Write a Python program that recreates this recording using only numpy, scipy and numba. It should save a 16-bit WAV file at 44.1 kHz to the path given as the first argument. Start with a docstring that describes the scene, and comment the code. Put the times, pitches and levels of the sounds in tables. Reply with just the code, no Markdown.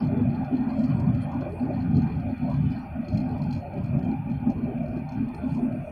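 """Inside an airliner in cruise, close to the window. Engine exhaust and the air rushing past shake the fuselage:
noise through low resonances makes a boom that swells and drops out, higher ones a roar in the wall panels
and a hiss in the window cavity. A loose plastic part buzzes and ticks: tiny contacts and sharp blows
ring its modes. Faint treble puffs, made of gliding bands of noise, stand over the hiss of the microphone."""
import sys
import numpy as np
from scipy import signal
from scipy.fft import rfft, irfft, next_fast_len
from scipy.io import wavfile
from scipy.ndimage import uniform_filter1d
from numba import njit

SR = 44100
rng = np.random.default_rng(int(sys.argv[2]) if len(sys.argv) > 2 else 0)


def file_out(sig):
    """Save sig as 16-bit WAV at sys.argv[1]."""
    # one column per channel
    cols = np.atleast_2d(sig).T
    # limit, then scale
    lim = np.clip(cols, -1, 1)
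    pcm = np.round(lim * 32767).astype(np.int16)
    wavfile.write(sys.argv[1], SR, pcm)


N = 260631  # length in samples


def undb(db):
    """Turn decibels into a plain gain."""
    return 10 ** (np.asarray(db) / 20)


def unit(x):
    """Scale a sound to an RMS (average strength) of 1."""
    return x / np.sqrt(np.mean(x ** 2))


def columns(table):
    """Draw straight lines through each column of a table, one value a sample."""
    time_s, *curves = np.transpose(table)
    return [np.interp(np.arange(N) / SR, time_s, curve) for curve in curves]


@njit
def svf(x, hz, width):
    """State-variable band-pass, gain 1 at a centre that may move every sample."""
    y, band, low = np.empty(len(x)), 0., 0.
    for i in range(len(x)):
        g, damping = np.tan(np.pi * hz[i] / SR), width / hz[i]
        v = (band + g * (x[i] - low)) / (1 + g * (g + damping))
        low += 2 * g * v
        band = 2 * v - band
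        y[i] = damping * v
    return y


def ring(force, hz, width):
    """A resonance with steep skirts: three equal band-passes in a row."""
    centre = hz * np.ones(N)
    for _ in range(3):
        force = svf(force, centre, 2 * width)
    return force


def walk(rate):
    """Random levels held 1 / rate seconds and smoothed twice; spread near 1."""
    hold = max(int(SR / rate), 1)
    steps = np.repeat(rng.standard_normal(N // hold + 1), hold)
    return 0.91 * uniform_filter1d(uniform_filter1d(steps, hold), hold)[:N]


def flutter(rate):
    """A quick walk without slow drift, its highs capped at 1.3 while its lows go deeper."""
    w = walk(rate)
    return np.minimum(w - uniform_filter1d(w, int(.3 * SR)), 1.3)


def shaken(modes, flicker_db, rate, drift, gust_db=2.0, patch_db=0):
    """Turbulence drives each mode on its own; strength flickers, alone and together, and the centre wanders."""
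    gust = gust_db * flutter(1.3 * rate)  # shared by all modes; a negative gust_db caps the dips instead
    total = np.zeros(N)
    for hz, width, db in modes:
        level_db = db + gust + flicker_db * flutter(rate) + patch_db * walk(2.6)
        centre = hz * (1 + drift * walk(2.947))
        total += undb(level_db) * ring(rng.standard_normal(N), centre, width)
    return unit(total)


# Low drumming of the fuselage: time_s, lower_boom_db, upper_boom_db
BOOM = [(0.03, -25, -26), (0.41, -30, -28), (0.47, -35, -43), (0.53, -36, -22.5), (0.73, -39.5, -27.5),
        (0.8, -25.5, -22), (0.83, -33.5, -26.5), (1.11, -16.5, -30.5), (1.12, -23.5, -22.5),
        (1.24, -30.5, -37), (1.38, -31, -24.5), (1.55, -40.5, -50.5), (1.63, -32, -26.5),
        (1.73, -32, -31.5), (1.97, -19.5, -22.5), (2.0, -22, -24), (2.13, -31.5, -38), (2.17, -23.5, -31),
        (2.33, -35.5, -29), (2.36, -41.5, -46), (2.43, -24.5, -27), (2.46, -32.5, -32),
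        (2.66, -19.5, -30.5), (2.79, -40, -31), (2.9, -41.5, -56), (3.0, -35, -24.5), (3.07, -32, -45),
        (3.15, -19, -30), (3.18, -33, -24), (3.26, -29.5, -34), (3.39, -26.5, -30.5), (3.59, -29, -32),
        (3.64, -42, -44), (3.7, -40, -53), (3.78, -27, -32), (3.83, -30, -36), (3.96, -25.5, -25),
        (4.01, -30.5, -24.5), (4.09, -21.5, -34.5), (4.12, -42, -20.5), (4.21, -24.5, -41),
        (4.24, -35, -35.5), (4.31, -20, -24.5), (4.37, -36.5, -43.5), (4.5, -26.5, -20), (4.54, -38, -29),
        (4.57, -20, -25.5), (4.6, -39, -26.5), (4.63, -33, -32), (5.01, -34.5, -32), (5.09, -38.5, -44),
        (5.19, -34, -24), (5.32, -40, -33.5), (5.4, -39, -48), (5.43, -40.5, -26.5), (5.53, -28.5, -31.5),
        (5.58, -41.5, -25), (5.81, -30, -30), (5.86, -46.5, -58), (5.89, -51, -45)]
# Resonances of the shell, each: pitch_hz, width_hz, relative level_db
RUMBLE_MODES = [(36, 24, -17), (52, 39, -12), (78.7, 13, -2.5)]
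LOWER_MODES = [(113.5, 44.4, -7.5), (148.8, 26.3, -3.5), (169.9, 46, -8.5)]
UPPER_MODES = [(224.3, 23.9, -1), (252, 17.3, 2), (285.4, 40, -15), (337, 55, -25.5)]
MEAN_BOOM_DB = -31
RUMBLE_DB, RUMBLE_FOLLOWS = -42, 0.2  # level when the lower boom is at its mean; dB per dB of that boom


def fuselage():
    """The shell drums in three groups of low modes; rumble swells with the lower boom, booms throb together."""
    lower_db, upper_db = columns(BOOM)
    rumble_db = RUMBLE_DB + RUMBLE_FOLLOWS * (lower_db - MEAN_BOOM_DB)
    throb_db = 2.2 * flutter(12)
    lower_boom = undb(lower_db + throb_db) * shaken(LOWER_MODES, 3.9, 14, 0.024, gust_db=-0.9)
    upper_boom = undb(upper_db + throb_db) * shaken(UPPER_MODES, 0.89, 9, 0.016, gust_db=-0.5)
    rumble = undb(rumble_db) * shaken(RUMBLE_MODES, 2.2, 15, 0.075)
    return lower_boom + upper_boom + rumble


# Roar of the panels: time_s, floor_db, lower_wall_db, upper_wall_db, overhead_db
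PANELS = [(0.0, -44.5, -44, -42.5, -46), (0.13, -33, -42.5, -49.5, -61.5), (0.26, -46.5, -43.5, -44, -52),
          (0.39, -40.5, -45, -41, -67), (0.52, -43, -40.5, -47.5, -53.5), (0.66, -45, -47, -40.5, -48),
          (0.79, -53.5, -39, -55.5, -53), (0.92, -55, -43.5, -45.5, -49.5),
          (1.05, -40.5, -42.5, -48.5, -47.5), (1.18, -56, -46.5, -51.5, -57.5),
          (1.31, -52, -43.5, -42.5, -50), (1.44, -43.5, -40.5, -45.5, -45.5), (1.57, -38, -44, -49, -59),
          (1.7, -45, -39.5, -41, -55), (1.84, -55.5, -51.5, -48, -58.5), (1.97, -43, -46, -44.5, -65.5),
          (2.1, -41.5, -58.5, -43.5, -47.5), (2.23, -51.5, -39.5, -52, -65), (2.36, -52, -51.5, -49, -67),
          (2.49, -57, -32.5, -44.5, -52), (2.62, -72.5, -62.5, -51, -56.5), (2.75, -44.5, -46.5, -49, -60),
          (2.88, -54, -52, -44, -61.5), (3.02, -66, -45, -62, -63), (3.15, -40, -40, -48.5, -61),
          (3.28, -53.5, -45.5, -45.5, -62), (3.41, -37, -41, -43, -53), (3.54, -61, -50.5, -51.5, -63),
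          (3.67, -41.5, -41, -45.5, -66), (3.8, -43, -44.5, -49.5, -56), (3.93, -51.5, -44.5, -52.5, -56),
          (4.06, -41, -42.5, -45, -58.5), (4.2, -57.5, -58.5, -45, -60), (4.33, -55.5, -51.5, -46.5, -79),
          (4.46, -48.5, -46.5, -47.5, -52), (4.59, -35, -49, -54.5, -51.5), (4.72, -39, -41, -41.5, -64),
          (4.85, -53, -39.5, -55, -62), (4.98, -43, -43, -52.5, -68), (5.11, -61, -47.5, -40, -55.5),
          (5.24, -51, -52.5, -52.5, -65), (5.38, -38, -47, -47.5, -57), (5.51, -48, -48, -49.5, -55.5),
          (5.64, -38.5, -42.5, -48, -61), (5.77, -54, -41, -63.5, -59), (5.9, -48, -41.5, -54, -66)]
# Resonances of the panels and trim, each: pitch_hz, width_hz, relative level_db
FLOOR_MODES = [(322.8, 43, 1), (398.2, 53, -3.5), (493, 34, -14.5)]
LOWER_WALL_MODES = [(603, 67.5, -2.5), (697.6, 54, -7)]
UPPER_WALL_MODES = [(770.6, 63, 2), (879.3, 49, -5)]
OVERHEAD_MODES = [(950, 120, 1), (1070, 110, -3.5)]
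TRIM_MODES = [(1168, 49, 1), (1259, 55, 1.5), (1437, 98, 2), (1594, 100, -2), (1832, 75, -2.5),
              (1966, 78, -6.5), (2113, 53, -6.5)]
TRIM_DB, TRIM_FADE_DB_PER_S = -53, -0.96  # level at the start; the airflow eases off slowly here


def panel_roar():
    """Eddies in the air close to the hull shake the panels, which churn in lumps, and the trim."""
    floor_db, lower_db, upper_db, overhead_db = columns(PANELS)
    trim_db = TRIM_DB + TRIM_FADE_DB_PER_S * np.arange(N) / SR + 0.78 * walk(3.4)
    return (undb(floor_db) * shaken(FLOOR_MODES, 7.5, 24, 0.045, gust_db=7.5)
            + undb(lower_db) * shaken(LOWER_WALL_MODES, 5.7, 26, 0.027, gust_db=0.06)
            + undb(upper_db) * shaken(UPPER_WALL_MODES, 3.6, 20, 0.042, gust_db=2.6)
            + undb(overhead_db) * shaken(OVERHEAD_MODES, 9.0, 20, 0.02, gust_db=3.5)
            + undb(trim_db) * shaken(TRIM_MODES, 5.8, 13, 0.015, gust_db=-1.2))


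# Hiss pitched above the window's whistle: time_s, level_db
EDGE = [(0.04, -64), (0.05, -66.5), (0.92, -68.5), (1.19, -71.5), (1.21, -62.5), (1.71, -76.5),
        (1.74, -67.5), (2.13, -66), (2.24, -71.5), (2.73, -65), (2.83, -75.5), (3.56, -67.5), (3.62, -75),
        (4.53, -71.5), (5.24, -76), (5.29, -71), (5.76, -75), (5.86, -78)]
# Resonances of the whistle and of the hiss above it, each: pitch_hz, width_hz, relative level_db
WINDOW_MODES = [(2247, 80, -13), (2320, 90, -4), (2423, 92, 3), (2503, 100, -9.5), (2608, 90, -6.5),
                (2737, 97, -14), (2834, 45, -12)]
EDGE_MODES = [(3023, 44, -2), (3170, 46, -2), (3297, 57, -10.5), (3452, 49, -2.5), (3470, 260, -16)]
WHISTLE_DB = -57


def window_hiss():
    """The same eddies excite the window cavity: a whistle of steady average level, and a hiss above it."""
    whistle = undb(WHISTLE_DB) * shaken(WINDOW_MODES, 3.0, 25, 0.0051, gust_db=1.5)
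    edge_db = columns(EDGE)[0] + 1.2 * flutter(9.1)
    return whistle + undb(edge_db) * shaken(EDGE_MODES, 6.5, 12, 0.009, patch_db=4.0)


# Resonances of the loose plastic part: pitch_hz, width_hz, relative level_db
PART_MODES = [(2650, 170, -8.5), (3200, 240, -6), (3310, 230, -11), (3930, 300, -22.5), (4073, 55, -3.5),
              (4272, 120, 5), (4600, 100, -3), (4790, 68, -14.5), (5025, 90, -13), (5160, 100, -17.5),
              (5373, 100, -12), (5840, 70, -20), (5800, 150, -17), (6380, 99, -13), (6700, 160, -17),
              (7200, 160, -28.5), (7580, 160, -24.5), (8070, 210, -22), (8470, 160, -26),
              (9300, 700, -32.5), (11200, 2600, -32.5)]
PART_DRIFT = 0.009  # share by which the modes wander as the part shifts
SEATING_DB, SEATING_PER_S = 4, 7  # each mode gains or loses as the part's seating changes


def struck(force, lo_hz, hi_hz, vary_db, shifts=1):
    """The part's modes between two pitches under a force; each answers differently from moment to moment."""
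    total = np.zeros(N)
    for k, (hz, width, db) in enumerate(PART_MODES):
        if lo_hz <= hz < hi_hz:
            level_db = db + vary_db * walk(45) + shifts * SEATING_DB * walk(SEATING_PER_S)
            centre = hz * (1 + shifts * PART_DRIFT * walk(9.1))
            total += (-1) ** k * undb(level_db) * ring(force, centre, width)
    return total


CHATTER_PER_S, CHATTER_SPREAD_DB = 1000, 1.5  # tiny contacts that make the buzz


def chatter(lo_hz, hi_hz):
    """Tiny uneven contacts at random moments ring some of the part's modes."""
    sizes = undb(CHATTER_SPREAD_DB * rng.exponential(size=N)) * rng.standard_normal(N)
    contacts = (rng.random(N) < CHATTER_PER_S / SR) * sizes
    return unit(struck(contacts, lo_hz, hi_hz, 1.9))


# Loose part between ticks: time_s, low_buzz_db, middle_rustle_db, high_rustle_db
BUZZ = [(0.0, -65, -57, -81), (0.12, -74.5, -95, -99), (0.24, -79, -91, -102), (0.36, -69, -79.5, -99),
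        (0.48, -78.5, -84, -92.5), (0.6, -72, -83.5, -97), (0.72, -78.5, -78, -86), (0.84, -72, -68.5, -83),
        (0.96, -73, -80, -98), (1.08, -79, -85, -94), (1.2, -75.5, -81, -90), (1.32, -80, -91, -82),
        (1.44, -70, -83, -94), (1.57, -73, -76, -95), (1.69, -77, -81, -93.5), (1.81, -74, -74.5, -88),
        (1.93, -78, -80, -100), (2.05, -73, -81, -89), (2.17, -72, -79.5, -98), (2.29, -75, -85, -97),
        (2.41, -69, -84, -94), (2.53, -70, -80, -84), (2.65, -82, -80.5, -91), (2.77, -67, -72, -94),
        (2.89, -79, -85, -95), (3.01, -85, -90, -99), (3.13, -68, -69, -78), (3.25, -73, -74, -91),
        (3.37, -77, -79, -96.5), (3.49, -74, -80, -86), (3.61, -72.5, -86, -85), (3.73, -72, -85, -99),
        (3.85, -81, -76.5, -98), (3.97, -88, -84.5, -97), (4.09, -72, -80, -89), (4.21, -90, -88, -100),
        (4.33, -69, -82, -85), (4.46, -87, -89, -99), (4.58, -72, -82, -83), (4.7, -79, -92, -102),
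        (4.82, -88, -88, -98), (4.94, -71.5, -78, -89), (5.06, -79, -86, -95), (5.18, -74, -79, -92),
        (5.3, -88, -88, -101), (5.42, -70, -80, -92), (5.54, -73.5, -73, -72.5), (5.66, -86, -89, -92),
        (5.78, -85, -83, -90.5), (5.9, -84, -92, -80)]
# Groups of modes in the buzz: from_hz, to_hz
BUZZ_HZ = [(4200, 4450), (4450, 5800), (5800, 7200)]
# The clearest ticks: start_s, low_peak_db, high modes over low_db, sharp crack over low_db
TICKS = [(0.0464, -54.5, -10, -15), (0.069, -58, -11, -20), (0.1733, -64, -17.5, -17),
         (0.216, -59.5, -18, -18), (0.2961, -59, -22, -16), (0.3139, -66.5, -17, -17),
         (0.3468, -53, -23, -23), (0.3556, -59, -18, -22), (0.4457, -53, -12, -18),
         (0.4612, -71, -12, -11.5), (0.552, -57, -15, -18), (0.568, -51, -22, -19), (0.6924, -54, -19, -23),
         (0.7026, -53, -23, -19.5), (0.731, -59, -14.5, -14), (0.791, -55, -7, -8),
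         (0.8042, -53.5, -15, -14), (0.823, -61, -8, -12), (0.837, -50, -7, -19), (0.846, -52, -11, -17),
         (0.879, -60, -9, -12), (0.897, -58, -14, -17), (0.9117, -61, -16.5, -15), (0.9354, -60.5, -20, -7),
         (0.998, -55, -3.5, -3.5), (1.0643, -64.5, -16, -12.5), (1.1464, -53.5, -10, -14.5),
         (1.1572, -66, -16, -19), (1.1703, -66, -15, -18), (1.2042, -59, -19, -14), (1.217, -51.5, -12, -9),
         (1.3165, -58, -6, -10), (1.3387, -58, -17, -15), (1.4, -61, -22, -17), (1.409, -49.5, -11, -23),
         (1.422, -67, -16, -18), (1.49, -68, -3, -14), (1.5211, -59, -12, -16), (1.596, -60, -18, -15),
         (1.652, -64, -18, -17), (1.7337, -57.5, -19.5, -17.5), (1.747, -59.5, -16, -14.5),
         (1.802, -55.5, -16, -21), (1.821, -56.5, -16.5, -17.5), (1.9107, -64.5, -15, -19),
         (1.9468, -53.5, -15, -22.5), (1.9668, -51, -6, -19.5), (1.9786, -49.5, -10.5, -25.5),
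         (2.02, -59, -5, -19), (2.0733, -57, -19, -20), (2.097, -61.5, -12.5, -18), (2.1208, -61, -20, -18),
         (2.1511, -58, -21, -14.5), (2.1655, -63, -12, -16.5), (2.198, -56.5, -12, -17),
         (2.2953, -60, -15, -21), (2.314, -56.5, -27, -26), (2.377, -55, -14, -13),
         (2.497, -51.5, -11, -12.5), (2.5174, -56, -10, -16), (2.5394, -55, -11, -16),
         (2.561, -57, -13, -13), (2.6537, -58.5, -19.5, -14), (2.7, -61, -6, -10),
         (2.7177, -53.5, -12, -13), (2.7582, -57, -18, -19), (2.7887, -55, -21, -12),
         (3.014, -65, -15, -11), (3.0466, -63, -15, -17), (3.0832, -48.5, -8, -14), (3.1028, -61, -9, -19),
         (3.129, -56, -12, -21), (3.1415, -55, -11, -23), (3.1728, -45, -10, -17), (3.201, -54, -14, -16),
         (3.2898, -55, -16, -10), (3.312, -60, -15, -10), (3.38, -60.5, -9, -7), (3.4177, -49, -11, -17),
         (3.436, -53.5, -8, -14), (3.4595, -66, -11, -15), (3.508, -47.5, -12, -17), (3.5262, -46, -9, -15),
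         (3.548, -50, -10, -17), (3.5613, -55, -9, -15), (3.5738, -59, -7, -18), (3.5877, -60, -10, -18),
         (3.7344, -62, -10, -12), (3.7755, -58, -15, -16), (3.782, -61, -20, -18), (3.8378, -60, -7, -8),
         (3.857, -58, -10, -10), (3.8798, -64, -12, -15), (3.9891, -65, 0, -7), (4.0274, -61, -11, -9),
         (4.046, -65.5, -5, -6), (4.113, -58, -12, -16), (4.297, -62, -8, -12.5), (4.314, -62, -5.5, -11),
         (4.3996, -65.5, -22, -11), (4.4998, -57.5, 1, -8), (4.5129, -64, -2, -11), (4.639, -63, -13, -15),
         (4.7804, -64.5, -9, -16), (4.83, -73.5, 5, -6), (4.858, -62, -10, -11), (4.881, -61, -7, -12),
         (4.969, -61.5, -9, -8), (4.9886, -66, -8, -10), (5.089, -57, -6, -15), (5.1193, -58, -5.5, -15),
         (5.129, -62, -7, -16), (5.2852, -61, -10, -6), (5.346, -54, -5, -9), (5.494, -57, -20, -10),
         (5.5076, -62.5, -14, -15), (5.5214, -63, -6, -4), (5.547, -60.5, 3, 0), (5.565, -60.5, -3, -10),
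         (5.7238, -65.5, -10, -5)]
# Groups of modes in a tick (low, high, crack): from_hz, to_hz
TICK_HZ = [(2500, 4900), (4900, 7000), (7000, 12500)]
TICK_COLOUR_DB = 3.5  # spread of each mode from tick to tick
BOUNCES, BOUNCE_S, BOUNCE_DB = 3, .007, -9.5  # bounces per tick, within this time, typical size under the tick
SHAKE_DB, SHAKE_T60_S = -12.5, 0.14  # chatter after a tick: level under the tick, time to fall 60 dB


def loose_part():
    """A tick is a sharp blow on the modes with a few bounces, then a short shake; chatter goes on between."""
    out = np.zeros(N)
    for level_db, (lo, hi) in zip(columns(BUZZ), BUZZ_HZ):
        out += undb(level_db) * chatter(lo, hi)

    t = np.arange(N) / SR
    start_s, low_db, high_db, crack_db = np.transpose(TICKS)
    bounce_s = start_s[:, None] + BOUNCE_S * rng.random((len(start_s), BOUNCES))
    bounce_at = (bounce_s * SR).astype(int)
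    bounce = undb(BOUNCE_DB) * rng.standard_normal((len(start_s), BOUNCES))
    shake_decay = undb(SHAKE_DB - 60 * t[:SR // 4] / SHAKE_T60_S)
    for tick_db, (lo, hi) in zip((low_db, low_db + high_db, low_db + crack_db), TICK_HZ):
        blows = np.zeros(N)
        blows[(start_s * SR).astype(int)] = undb(tick_db)
        shaking = signal.fftconvolve(blows, shake_decay)[:N]
        blows[bounce_at] += undb(tick_db)[:, None] * bounce
        # peak of a single plain blow, so that the table's levels are peaks
        one_blow = np.max(np.abs(struck(1. * (t == 0), lo, hi, 0, 0)))
        out += struck(blows, lo, hi, TICK_COLOUR_DB, 0.8) / one_blow
        out += shaking * chatter(lo, hi)
    return out


# Faint treble puffs: start_s, length_s, start_hz, end_hz, width_hz, level_db (before the fade in and out)
PUFFS = [(0.74, 0.14, 7600, 7700, 450, -77), (0.93, 0.075, 8200, 7900, 350, -77),
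         (1.58, 0.091, 4720, 4600, 200, -73), (2.695, 0.052, 4850, 4770, 300, -67),
         (2.79, 0.07, 5600, 5750, 250, -78), (1.204, 0.061, 8600, 11200, 700, -65.5),
         (1.47, 0.21, 8100, 8500, 250, -78), (1.483, 0.14, 10150, 10500, 1500, -73.5),
         (5.327, 0.087, 9050, 9200, 700, -70.5), (5.46, 0.12, 9200, 9300, 696, -75),
         (5.588, 0.098, 9100, 9400, 900, -72.5), (5.696, 0.14, 9200, 9400, 794, -76.5),
         (5.808, 0.15, 8800, 9100, 900, -75), (5.325, 0.5, 8400, 8550, 250, -81)]


def puffs():
    """Short breaths of air-like hiss: noise in a narrow band that may glide, faded in and out."""
    out = np.zeros(N)
    for start_s, length_s, start_hz, end_hz, width, db in PUFFS:
        i, n = int(start_s * SR), int(length_s * SR)
        glide = np.linspace(start_hz, end_hz, n)
        band = svf(rng.standard_normal(n), glide, 1.5 * width)
        band = svf(band, glide, 1.5 * width)
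        puff = undb(db) * unit(band) * np.sqrt(np.hanning(n))
        out[i:i + n] += puff[:N - i]
    return out


def scene():
    """Everything in the cabin, as one channel."""
    return (fuselage() + panel_roar() + window_hiss() + loose_part() + puffs())[None, :]


# Colour of the microphone's hiss: pitch_hz, relative density_db (per Hz)
MIC_HISS = [(3000, -3.5), (4000, -5), (6000, -16.5), (7100, -18.5), (8800, -9), (9400, 0.5), (12000, -1.5),
            (15700, -5.5)]
MIC_HISS_DB, TOP_HZ = -75.5, 15740  # hiss level before the top is cut; where the cut begins


def record(dry):
    """The microphone adds its own hiss, noise shaped by pitch; a steep low-pass cuts the top."""
    size = next_fast_len(N)
    bin_hz = np.arange(size // 2 + 1) * SR / size
    hz, db = np.transpose(MIC_HISS)
    shape = undb(np.interp(np.log(bin_hz + 1), np.log(hz), db))
    noise = irfft(rfft(rng.standard_normal(size)) * shape, size)[:N]
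    hiss = undb(MIC_HISS_DB) * unit(noise)
    top_cut = signal.ellip(14, .2, 60, TOP_HZ, fs=SR, output="sos")
    return signal.sosfilt(top_cut, dry + hiss)


dry = scene()
out = record(dry)
file_out(out)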